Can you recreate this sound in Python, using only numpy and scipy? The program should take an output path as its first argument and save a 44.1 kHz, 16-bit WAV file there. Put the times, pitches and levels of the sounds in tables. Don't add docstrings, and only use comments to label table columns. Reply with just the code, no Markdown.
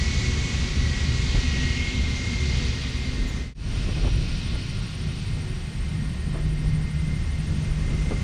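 import sys
import numpy as np
from scipy import signal
from scipy.fft import rfft, irfft, next_fast_len
from scipy.io import wavfile
from scipy.ndimage import uniform_filter1d, map_coordinates

SR = 44100
rng = np.random.default_rng(int(sys.argv[2]) if len(sys.argv) > 2 else 0)


def bounce(signal):
    frames = np.transpose(np.atleast_2d(signal))
    limited = np.clip(frames, -1, 1)
    pcm = np.round(limited * 32767).astype(np.int16)
    wavfile.write(sys.argv[1], SR, pcm)


N = 362943
T = np.arange(N) / SR
CUT_S = 3.543


def amp(db):
    return 10 ** (np.asarray(db) / 20)


def unit(x):
    return x / np.sqrt(np.mean(np.abs(x) ** 2) + 1e-20)


def wobble(rate):
    return map_coordinates(rng.standard_normal(int(N * rate / SR) + 4), [T * rate])


def filtered(x, response):
    size = next_fast_len(N + 8192)
    return irfft(rfft(x, size) * response(np.fft.rfftfreq(size, 1 / SR)), size)[:N]


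def rush(spectrum, patchy_db):
    white = signal.stft(rng.standard_normal(N), nperseg=512)[2]
    patches = uniform_filter1d(rng.standard_normal(white.shape), size=12, axis=0)
    patches = uniform_filter1d(patches, size=18, axis=1)
    noise = signal.istft(white * amp(patchy_db * unit(patches)), nperseg=512)[1][:N]
    f, db = np.transpose(spectrum)
    return unit(filtered(noise, lambda hz: amp(np.interp(np.log(hz + 1), np.log(f), db, right=-120))))


def tone(hz, width_hz, rough):
    scatter = unit(wobble(width_hz) + 1j * wobble(width_hz))
    envelope = np.sqrt(1 - rough) + np.sqrt(rough) * scatter
    turns = np.cumsum(hz * np.ones(N)) / SR
    return np.sqrt(2) * np.real(envelope * np.exp(2j * np.pi * turns))


def fader(name):
    # tone, level from behind/dB, level from ahead/dB
    beds = [("blade", -50.5, -61.5), ("lower", -56, -60.5), ("hum", -54.5, -59), ("overtones", -65, -65),
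            ("boom", -35, -49.5), ("drone", -49.5, -40.5), ("upper", -48.5, -55.5)]
    # tone, t/s, half width/s, peak level/dB
    swells = [("blade", 0.15, 0.16, -45), ("blade", 1.92, 0.36, -43), ("blade", 5.95, 0.23, -59.5),
              ("blade", 6.99, 0.22, -52.5), ("blade", 8.03, .22, -53.5), ("lower", 0.13, 0.39, -44.5),
              ("lower", .95, 0.11, -44.5), ("lower", 1.59, 0.16, -43.5), ("lower", 6.7, 0.65, -61.5),
              ("hum", 0.39, .3, -45.5), ("hum", 2, 0.35, -48.5), ("hum", 5.34, 0.24, -49.5),
              ("overtones", 0.71, 0.48, -53.5), ("surge", 1.73, 0.18, -41), ("boom", 0, .18, -25.5),
              ("boom", 0.79, 0.073, -26), ("boom", 1.7, 0.14, -28), ("boom", 7.1, 1, -32),
              ("drone", 6.78, 0.26, -27.5), ("drone", 7.76, 0.23, -29.5), ("upper", 1.64, 0.3, -38),
              ("upper", 3.3, 0.27, -43.5)]
    power = sum(amp(np.where(T < CUT_S, behind_db, ahead_db)) ** 2
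                for which, behind_db, ahead_db in beds if which == name)
    power += sum(amp(db) ** 2 * np.exp(-.5 * ((T - s) / half_s) ** 2)
                 for which, s, half_s, db in swells if which == name)
    return np.sqrt(power)


def engines(air, exhaust, blades, tones, rumble_db, rumble_db_per_s, roar_db,
            hiss_trim_db, sizzle_trim_db):
    # f/Hz, relative level/dB
    roar_eq = [(250, -6.5), (500, -5.5), (850, -4), (1500, -2), (2000, -2), (3000, -5.5), (6000, -17)]
    sizzle_eq = [(3500, -27), (5000, -3.5), (5900, 1), (7000, -3), (8000, -11), (9300, -15.5), (10300, -28),
                 (12000, -52)]
    times, *levels = np.transpose(air)
    hiss_db, sizzle_db = (np.interp(T, times, db) for db in levels)
    shimmer_db = .5 * wobble(11)
    rumble = amp(rumble_db + rumble_db_per_s * (T - times[0]) + 0.47 * wobble(11))
    rumble *= rush(exhaust, patchy_db=1)
    roar = amp(roar_db + 0.37 * (sizzle_db - sizzle_db.max())) * rush(roar_eq, patchy_db=0.14)
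    hiss = amp(hiss_db + hiss_trim_db + shimmer_db) * rush(blades, patchy_db=0.78)
    sizzle = amp(sizzle_db + sizzle_trim_db + shimmer_db) * rush(sizzle_eq, patchy_db=1)
    whistles = sum(amp(db) * tone(hz, width_hz, rough=0.93) for hz, width_hz, db in tones)
    whistles *= amp(1.05 * (hiss_db - hiss_db.max()))
    return rumble + roar + hiss + sizzle + whistles


def engines_behind():
    # t/s, hiss level/dB, sizzle level/dB
    air = [(0, -38, -42), (0.45, -38.5, -42), (0.8, -39, -44), (1.45, -37, -42.9), (1.9, -39, -46.9),
           (2.3, -40, -45.5), (2.55, -37.9, -44.5), (2.95, -41.0, -50.5), (3.35, -46, -52)]
    # f/Hz, relative level/dB
    exhaust = [(12, -19), (25, -7.5), (48, -1.5), (76, 0), (96, -10.5), (122, -3), (175, -13), (240, -13.5),
               (310, -24.5), (480, -27), (700, -40.5), (1500, -46)]
    blades = [(1500, -43), (1900, -2), (2400, -1.5), (3200, -0.5), (4400, 0), (5400, -8.5), (7000, -26),
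              (10000, -50)]
    # f/Hz, width/Hz, level at the loudest hiss/dB
    tones = [(2490, 110, -49), (3180, 70, -54.5), (4740, 92, -50.5), (5760, 150, -56.5)]
    return engines(air, exhaust, blades, tones, rumble_db=-24.5, rumble_db_per_s=-.5, roar_db=-41,
                   hiss_trim_db=1.5, sizzle_trim_db=1)


def fan_whine():
    start_hz, sag_hz_per_s, idle_hz = 2176, 32.5, 2071
    hz = np.maximum(start_hz - sag_hz_per_s * T, idle_hz)
    second_hz, lower_hz, lower_twin_hz = hz * 1.0195, hz * .896, hz * .918
    first_fan = tone(hz, 12, rough=0.19) + 0.58 * tone(hz, 70, rough=1)
    second_fan = tone(second_hz + 2.47 * wobble(4), 15, rough=0.58) + 0.38 * tone(second_hz, 70, rough=1)
    lower = tone(lower_hz, 10, rough=0.3) + 0.57 * tone(lower_hz, 90, rough=0.88)
    lower += 0.56 * tone(lower_twin_hz, 25, rough=0.94)
    return fader("blade") * (first_fan + amp(1) * second_fan) + fader("lower") * lower


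def shaft_hum():
    hz = np.interp(T, [0, 2], [369, 365.7])
    overtones = amp(-6.5) * tone(2 * hz, 40, rough=0.94) + tone(3 * hz, 30, rough=0.86)
    return fader("hum") * tone(hz, 12, rough=0.73) + fader("overtones") * overtones


def exhaust_drones():
    boom = fader("boom") * tone(72, 22, rough=0.8)
    drone = fader("drone") * tone(152, 16, rough=0.23)
    upper = fader("upper") * tone(253, 16, rough=0.86)
    return boom + drone + upper


def insects():
    # first stroke t/s, period/s, top f/Hz, sag at the stroke's ends/Hz, relative level/dB
    singers = [(.054, .07893, 9250, 1100, 0), (.047, .0817, 9100, 1000, -2), (.036, .0788, 8600, 900, -3),
               (.007, .0805, 9500, 700, -7)]
    half_stroke_s = .018
    song = np.zeros(N)
    for first, period, top_hz, sag_hz, db in singers:
        from_centre_s = (T - first + 0.00198 * wobble(7.4) + period / 2) % period - period / 2
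        position = np.clip(from_centre_s / half_stroke_s, -1, 1)
        hz = top_hz + 110 * wobble(25) - sag_hz * position ** 2
        rasp = tone(hz, 700, rough=.55)
        song += amp(db + 0.57 * wobble(25)) * np.sqrt(1 - position ** 2) * rasp
    t = T[:SR // 10]
    grass = rng.standard_normal(len(t)) * amp(-60 * t / 0.074)
    smeared = signal.fftconvolve(song, grass)[:N]
    chorus = amp(-6.5) * tone(8650, 770, rough=1)
    gain_db = np.where(T < CUT_S, -66 + 1.5 * T, -57)
    return amp(gain_db) * unit(unit(song) + 0.54 * unit(smeared) + chorus)


def background_hiss():
    # f/Hz, relative level/dB
    hiss_eq = [(100, 8), (8000, 7.5), (10500, -4.5), (13000, -7), (14300, -13), (15200, -17)]
    return amp(-56) * rush(hiss_eq, patchy_db=0)


def wind():
    # peak t/s, time scale/s, peak level/dB
    gusts = [(1.36, 0.022, -22), (1.55, 0.31, -29.5), (2.28, 0.079, -31), (3.16, 0.078, -26),
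             (3.85, 0.33, -23.5), (3.89, .024, -24), (3.976, 0.017, -25.5), (4.056, 0.026, -21.5),
             (4.55, 0.017, -26.5), (6.353, 0.025, -21.5), (6.45, 0.092, -25.5), (6.66, 0.023, -26.5),
             (7.846, 0.51, -27.5), (7.905, 0.029, -24.5), (8.056, .018, -25.5), (8.118, 0.016, -19)]
    power, sudden = np.zeros(N), np.zeros(N)
    for s, scale_s, db in gusts:
        width_s = scale_s * np.where(T < s, 0.81, 1.34)
        swell = amp(db) * np.exp(-.5 * ((T - s) / width_s) ** 2)
        power += swell ** 2
        sudden += swell * min(1, 0.027 / scale_s) ** 2
    buffet = rush([(15, -10), (45, 9.5), (140, -9), (300, -17.5), (700, -33)], patchy_db=2)
    eddies = rush([(150, -14), (320, 2), (900, -9), (1400, -14.5), (2400, -23)], patchy_db=2)
    eddy_gain = sudden * amp(-14.5 + 3 * wobble(70)) * np.sqrt(sudden / sudden.max())
    return np.sqrt(power) * buffet + eddy_gain * eddies


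def blade_surge():
    return fader("surge") * tone(2865, width_hz=900, rough=0.98)


def bird():
    # centre t/s, gain/dB
    squeaks = [(2.875, -63), (2.97, -63), (3.29, -49), (3.43, -61)]
    # harmonic number, relative level/dB
    partials = [(4, 4), (6, -10), (7, -11), (8, -16)]
    position = np.linspace(-1, 1, int(0.037 * SR))
    turns = np.cumsum(1720 + 240 * (position - .25) ** 2) / SR
    call = sum(amp(db) * np.sin(2 * np.pi * k * turns) for k, db in partials)
    call *= np.cos(np.pi * position / 2)
    out = np.zeros(N)
    for s, db in squeaks:
        start = int(s * SR) - len(call) // 2
        out[start:start + len(call)] += amp(db) * call
    return out


def engines_ahead():
    # t/s, hiss level/dB, sizzle level/dB
    air = [(3.75, -44, -52), (4.34, -42, -55), (5.55, -49, -58), (6.49, -52.5, -60), (6.97, -51, -59.5),
           (8.23, -50.5, -49.5)]
    # f/Hz, relative level/dB
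    exhaust = [(12, -28), (25, 0), (45, -2.5), (72, -6), (98, -3.5), (145, -5.5), (200, -10), (270, -21),
               (400, -28), (700, -36.5), (1500, -49)]
    blades = [(1500, -40), (2000, -8), (2550, 1.5), (3300, -0.5), (4500, -0.5), (5500, -8), (6800, -23),
              (10000, -52)]
    # f/Hz, width/Hz, level at the loudest hiss/dB
    tones = [(1417, 50, -56), (2533, 110, -53.5), (3067, 60, -54.5), (4680, 36, -59), (5230, 25, -57.5),
             (5710, 70, -55.5)]
    return engines(air, exhaust, blades, tones, rumble_db=-29, rumble_db_per_s=0.37, roar_db=-44.5,
                   hiss_trim_db=1, sizzle_trim_db=-1)


def scene():
    airflow = np.where(T < CUT_S, engines_behind(), engines_ahead())
    airliner = airflow + fan_whine() + shaft_hum() + exhaust_drones() + blade_surge()
    return (airliner + insects() + background_hiss() + wind() + bird())[None]


def record(dry):
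    fade_out_s, fade_in_s = 0.16, 0.18
    low_cut_hz, top_hz = 16, 15100
    fade = np.clip(np.maximum((CUT_S - T) / fade_out_s, (T - CUT_S) / fade_in_s), 0, 1)
    return filtered(dry[0] * fade, lambda hz: (1 - np.exp(-(hz / low_cut_hz) ** 2)) * (hz < top_hz))[None]


dry = scene()
out = record(dry)
bounce(out)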